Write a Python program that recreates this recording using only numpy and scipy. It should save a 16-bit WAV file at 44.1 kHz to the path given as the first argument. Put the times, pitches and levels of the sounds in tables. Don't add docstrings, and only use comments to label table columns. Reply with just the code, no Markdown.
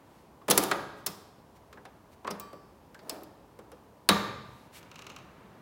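import sys
import numpy as np
from scipy import signal
from scipy.fft import rfft, irfft, next_fast_len
from scipy.io import wavfile
from scipy.ndimage import uniform_filter1d

SR = 44100
rng = np.random.default_rng(int(sys.argv[2]) if len(sys.argv) > 2 else 0)


def file_out(sig):
    cols = np.atleast_2d(sig).T
    lim = np.clip(cols, -1, 1)
    pcm = np.round(lim * 32767).astype(np.int16)
    wavfile.write(sys.argv[1], SR, pcm)


N = 247753
BANDS = np.geomspace(62.5, 16000, 17)

# pitch in Hz, level in dB.
ROOM_NOISE_COLOUR = [(25, -22.5), (40, -6), (52, 1), (110, 0), (300, -1.5), (420, -3.5), (580, -4.5),
                     (730, -6.5), (950, -4), (1300, -14), (2000, -21), (4000, -26.5), (8000, -31.5),
                     (16000, -32)]
SLEEVE_COLOUR = [(50, -1), (150, 4.5), (350, 0.5), (700, -6), (1300, -5), (3000, -17), (6000, -31.5),
                 (15000, -46)]
DRAG_COLOUR = [(100, -15.5), (300, 2), (650, 0.5), (1200, -8), (2500, -21.5), (8000, -30.5)]
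RUB_COLOUR = [(300, -19.5), (1200, -5), (2000, 3), (3000, -1), (6000, -4), (15000, -9)]
# start in seconds, end in seconds, level in dB.
SHUFFLES = [(0, 0.019, -64), (4.85, 5.62, -56.5)]
# pitch in Hz, fade time (seconds to fall by 60 dB).
ECHO_FADE = [(100, 1.65), (300, 0.98), (1200, 0.84), (4000, 0.85), (8000, 0.61), (15000, 0.48)]
# pitch in Hz, level in dB.
ECHO_COLOUR = [(100, 0.5), (190, .5), (260, -3.5), (350, 1), (520, -1), (700, 0), (1300, -1), (2000, -3),
               (2700, -6.5), (4000, -4.5), (5700, -8.5), (10000, -12), (15000, -9.5)]
# start in seconds, end in seconds, level in dB.
DRAG = (3.115, 3.142, -45.5)
# start in seconds, length in seconds, level in dB.
RUBS = [(0, .29, -69.5), (0.943, .08, -63), (1.542, 0.041, -64), (2.105, 0.048, -63.5), (4.35, 0.37, -66.5),
        (4.715, 0.09, -50)]
# start in seconds, level in dB.
CREAKS = [(4.8286, -41), (4.9143, -39.5), (4.957, -36.5), (4.9902, -35.5), (5.0206, -36.5), (5.0666, -32),
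          (5.0996, -35), (5.1626, -35.5)]

# pitch in Hz, fade time in seconds before damping is applied.
CRACK_FADE = [(100, 0.17), (300, 0.17), (1200, 0.0751), (4000, 0.05), (12000, 0.0161)]
# pitch in Hz, level in dB.
CREAK_COLOUR = [(200, -14), (700, -9), (1250, 3.5), (1800, -9), (2400, 2), (2800, 6.5), (3400, -5),
                (3950, 1.5), (4800, -6), (6300, 0.5), (9000, -12), (16000, -13.5)]
CRACK_COLOUR = [(50, -23), (110, -11.5), (200, -5), (300, -3), (450, 0.5), (750, -2), (1200, 2), (1750, -2),
                (2300, -2.5), (3000, -2.5), (4200, -.5), (6200, -0.5), (10500, 0), (16000, -2)]
THUD_COLOUR = [(100, 2), (300, 7.5), (500, 6), (800, 4), (1300, 2.5), (4000, -4.5), (12000, -6.5)]
KNOCK_COLOUR = [(100, -6.5), (200, -1.5), (380, 2), (750, 5), (1300, 7), (2000, 6.5), (4000, -1),
                (12000, -12.5)]
CLICK_COLOUR = [(150, -5), (300, -2), (750, -0.5), (1300, -4), (2200, -2), (3200, 2), (4500, 0.5),
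                (7500, 2.5), (12000, 4)]
SNAP_COLOUR = [(150, 1.5), (290, -3.5), (430, -.5), (750, -2.5), (1200, 2.5), (1600, 0.5), (2300, 5.5),
               (3000, 0.5), (4300, 3.5), (5400, -2.5), (8000, -2.5), (10500, -4.5), (15000, -3)]
# pitch in Hz, level in dB, fade time in seconds.
TABLE_TONES = [(109, -11, 1), (169.1, -2, 0.25), (201.2, 5, .45), (304, -6, .5), (392, -7.5, .7),
               (448, -5.5, 0.48), (488.5, -7, 0.48), (717, -4, 0.24), (913, -5.5, .55)]
FRAME_TONES = [(1161, -1.5, 0.61), (1186, 1.5, 0.88), (1830, -12.5, .6), (2342, -10, 0.29),
               (3757, -13.5, .6), (3800, -12, .5), (4160, -13, .4), (4416, -13, 0.42)]
LEVER_TONES = [(3090, -6, .35), (3470, -8, .4), (3290, -3.5, 0.41), (4230, -9, 0.24), (5440, -10, 0.348),
               (5960, -7, 0.32), (8140, -9.5, .3), (9600, -3.5, .2), (10150, -5, .2), (10890, -7, 0.18),
               (11700, -3.5, 0.29), (12200, -7, .2), (14900, -8, 0.2191), (15500, -4.5, .22)]
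ARM_TONES = [(1156, 0, .75), (1723, -16, 0.71), (2410, -15, .35), (3122, -20, .9), (3887, -19.5, 0.57),
             (4597, -15.5, .9), (5172, -22.5, 1.3), (5176, -24, 1.3), (5825, -23, .5), (7700, -22, .45),
             (7850, -22.5, .45), (14950, -17.5, .22), (15120, -20, .22)]
THUD_SHARES = (-1, -3, -17, -20.5, -16.5)
KNOCK_SHARES = (-3.5, -8.5, -18, -29.5, -21)
CLICK_SHARES = (-3.5, -9, -17.5, -17, -21)
SNAP_SHARES = (-3, -2.5, -2.5, -23, -21)
# start in seconds, level in dB, hardness in dB per octave (more is brighter),
# pitch of the struck part in Hz.
THUDS = [ (0.482, -29, 0, 517), (0.4858, -29, -1, 602), (.5750, -25, 0.1, 306), (0.6273, -31, 1.3, 220),
         (2.304, -39.5, 0.3, 200), (2.5300, -49, -1.7, 576), (3.5895, -50, -0.8, 490),
         (3.717, -49, 0.5, 490), ]
KNOCKS = [ (.4160, -61.5, -2.5, 1100), (0.7134, -26, 1.3, 1326), (0.7161, -29, -0.8, 1730),
          (1.7276, -50, 1.2, 454), (1.7730, -56, -4.5, 1700), (1.8523, -48, 0, 750),
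          (2.2466, -44.5, -3.6, 1036), (2.2695, -47.5, .3, 1105), (2.2746, -35.5, -1.6, 1080),
          (2.9447, -52, 3, 1600), (2.9909, -55, .5, 4600), ]
CLICKS = [ (.4980, -34, -2.5, 3200), (0.5009, -27, 0.9, 10200), (0.5081, -20, -0.05, 6040),
          (.5120, -21, 0.6, 3450), (0.5767, -20.5, 1, 10500), (0.6365, -30, -.7, 10000),
          (1.0623, -36, 1, 15740), (1.0650, -30.5, 1, 5270), (1.0753, -40, -2, 15480),
          (2.3090, -37, -1.9, 5440), (2.3978, -45.5, 1.1, 15100), (3.0948, -36, 1.2, 5000),
          (3.2336, -57.5, 1.1, 14000), ]
# start in seconds, level in dB.
PINGS = [(2.3976, -30), (2.531, -43.5)]

SNAP_S, SNAP_DB, SNAP_HZ = 4.0891, -14, 4100
FIRM_DB, CARRY_DB_PER_DB = -30, 0.1088
PART_DB, PART_DB_PER_DB = 8, 0.17
PIVOT_HZ = 2010


def gain_of(db):
    return 10 ** (np.asarray(db) / 20)


def read(points, hz):
    pitches, values = np.transpose(points)
    return np.interp(np.log(hz + 1), np.log(pitches + 1), values)


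def seconds(length):
    return np.arange(int(length * SR)) / SR


def unit_energy(x):
    return x * np.sqrt(SR / 1000 / (np.sum(x ** 2, -1, keepdims=True) + 1e-20))


def add(mix, s, sound):
    part = mix[max(round(s * SR), 0):][:len(sound)]
    part += sound[:len(part)]


def split_bands(x):
    hz = np.fft.rfftfreq(x.shape[-1], 1 / SR)
    shares = np.array([np.interp(np.log(hz + 1), np.log(BANDS), row) for row in np.eye(len(BANDS))])
    return irfft(rfft(x)[..., None, :] * np.sqrt(shares), x.shape[-1])


def noise(colour, size, tilt_db=0):
    padded = next_fast_len(size, True)
    hz = np.fft.rfftfreq(padded, 1 / SR)
    grid_hz = np.geomspace(10, SR / 2, num=200)
    gain = np.interp(hz, grid_hz, gain_of(read(colour, grid_hz) + tilt_db * np.log2(grid_hz)))
    x = irfft(rfft(rng.standard_normal(padded)) * gain, padded)[:size]
    return x / x.std()


def swell(start, end, db, rise_db_per_s, fall_db_per_s):
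    t = np.arange(N) / SR
    return db - rise_db_per_s * np.maximum(start - t, 0) - fall_db_per_s * np.maximum(t - end, 0)


def friction(level_db, colour, uneven_db):
    grip = uniform_filter1d(rng.standard_normal(N), size=400)
    return gain_of(level_db + uneven_db * grip / grip.std()) * noise(colour, N)


def room_noise(level_db=-57):
    return gain_of(level_db) * noise(ROOM_NOISE_COLOUR, N)


def sleeve(fade_db_per_s=36):
    moves_db = [swell(*row, fade_db_per_s, fade_db_per_s) for row in SHUFFLES]
    return friction(np.max(moves_db, axis=0), SLEEVE_COLOUR, uneven_db=0.5)


def workshop_echo(sound, build_s=0.005):
    t = seconds(1)
    bands = split_bands(rng.standard_normal(len(t)))
    rise = 1 - np.exp(-(t / build_s) ** 2)
    fade = np.exp(-np.log(1000) * t / read(ECHO_FADE, BANDS)[:, None])
    tails = bands * rise * fade
    tails *= (bands.std(1) / np.linalg.norm(tails, axis=1))[:, None]
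    return signal.fftconvolve(sound, gain_of(read(ECHO_COLOUR, BANDS)) @ tails)[:N]


def pad_drag():
    return friction(swell(*DRAG, rise_db_per_s=144, fall_db_per_s=125.5), DRAG_COLOUR, uneven_db=2)


def cracks(count, damping=0.98, rise_cycles=1.05, size=4096):
    t = np.arange(size) / SR
    rise = 1 - np.exp(-(t * np.minimum(BANDS, 2500)[:, None] / rise_cycles) ** 2)
    fade = np.exp(-np.log(1000) * damping * t / read(CRACK_FADE, BANDS)[:, None])
    bursts = (split_bands(rng.standard_normal((count, size))) * unit_energy(rise * fade)).sum(1)
    spectra = rfft(bursts, 2 * size)
    return spectra / (abs(spectra) + 1e-12)


def coloured(spectrum, *colours):
    hz = np.linspace(1, SR / 2, len(spectrum))
    level_db = sum(read(colour, hz) for colour in colours)
    gain = gain_of(level_db) * SR / np.sqrt(1000 * np.log(2) * (hz + 40))
    return irfft(spectrum * gain)[:len(spectrum)]


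def fingers(second_slip_s=0.021, second_slip_db=-10, pressed_db=-59.5):
    out = np.zeros(N)
    for (s, db), spectrum in zip(CREAKS, cracks(len(CREAKS), damping=1.53)):
        creak = coloured(spectrum, CREAK_COLOUR)
        creak /= abs(creak).max()
        add(out, s, gain_of(db) * creak)
        add(out, s + second_slip_s * rng.uniform(.8, 1.6), gain_of(db + second_slip_db) * creak)
    for s, length, db in RUBS:
        progress = seconds(length) / length
        stroke = np.sin(np.pi * progress ** 1.3)
        hiss = noise(RUB_COLOUR, SR // 2, tilt_db=-0.03 * (pressed_db - db))
        add(out, s, gain_of(db) * stroke * hiss[:len(stroke)])
    return out


def ringing_part(pushes, tones):
    t = seconds(0.86)
    hz, db, fade_s = np.transpose(tones)[:, :, None]
    rise = 1 - np.exp(-t * hz / 2)
    fade = np.exp(-np.log(1000) * t / fade_s)
    waves = unit_energy(np.sin(2 * np.pi * hz * t) * rise * fade)
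    return signal.oaconvolve(pushes, (gain_of(db) * waves).sum(0))[:N]


def struck_spot(peak_hz, peak_db, ripple_db, width_octaves=0.19):
    hz = np.geomspace(150, 16000, num=70)
    peak = np.exp(-(np.log2(hz / peak_hz) / width_octaves) ** 2)
    ripple = ripple_db * np.clip(rng.standard_normal(len(hz)), -2, 2) * hz / (hz + 1000)
    return np.transpose([hz, peak_db * peak + ripple])


def clamp():
    blows = ([(*row, THUD_COLOUR, THUD_SHARES) for row in THUDS]
             + [(*row, KNOCK_COLOUR, KNOCK_SHARES) for row in KNOCKS]
             + [(*row, CLICK_COLOUR, CLICK_SHARES) for row in CLICKS]
             + [(SNAP_S, SNAP_DB, 0, SNAP_HZ, SNAP_COLOUR, SNAP_SHARES)])
    direct, into_room, on_table, on_frame, on_lever, on_arm = np.zeros((6, N))
    parts = [(on_table, TABLE_TONES), (on_frame, FRAME_TONES),
             (on_lever, LEVER_TONES), (on_arm, ARM_TONES)]
    for (s, db, hardness, peak_hz, colour, shares), spectrum in zip(blows, cracks(len(blows))):
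        tilt_db = hardness * np.log2(BANDS / PIVOT_HZ)
        blow_colour = np.transpose([BANDS, db + read(colour, BANDS) + tilt_db])
        to_room, *to_parts = gain_of(np.array(shares) + CARRY_DB_PER_DB * (db - FIRM_DB))
        close_up = struck_spot(peak_hz, PART_DB + PART_DB_PER_DB * (FIRM_DB - db), ripple_db=3)
        add(direct, s, coloured(spectrum, blow_colour, CRACK_COLOUR, close_up))
        all_round = struck_spot(peak_hz, peak_db=3, ripple_db=2)
        add(into_room, s, to_room * coloured(spectrum, blow_colour, CRACK_COLOUR, all_round))
        for (pushes, tones), share in zip(parts, to_parts):
            octaves = np.mean([np.log2(hz / PIVOT_HZ) for hz, _, _ in tones])
            add(pushes, s, share * gain_of([db + hardness * octaves]))
    for s, db in PINGS:
        add(on_arm, s, gain_of([db]))
    return direct, into_room, sum(ringing_part(pushes, tones) for pushes, tones in parts)


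def scene(near_db=-1.0, echo_db=-3.5, rubbing_to_room_db=-1):
    direct, into_room, ringing = clamp()
    rubbing = fingers() + pad_drag()
    background = room_noise() + sleeve()
    echo = workshop_echo(into_room + gain_of(rubbing_to_room_db) * rubbing)
    near = direct + ringing + rubbing
    return (background + gain_of(echo_db) * echo + gain_of(near_db) * near)[None]


def record(dry, lowest_hz=48, highest_hz=16200):
    bass_cut = signal.butter(3, lowest_hz, "highpass", fs=SR, output="sos")
    treble_cut = signal.firwin(301, highest_hz, window=("kaiser", 9), fs=SR)
    capped = np.clip(signal.sosfilt(bass_cut, dry), -1, 1)
    return signal.oaconvolve(capped, treble_cut[None], "same")


dry = scene()
out = record(dry)
file_out(out)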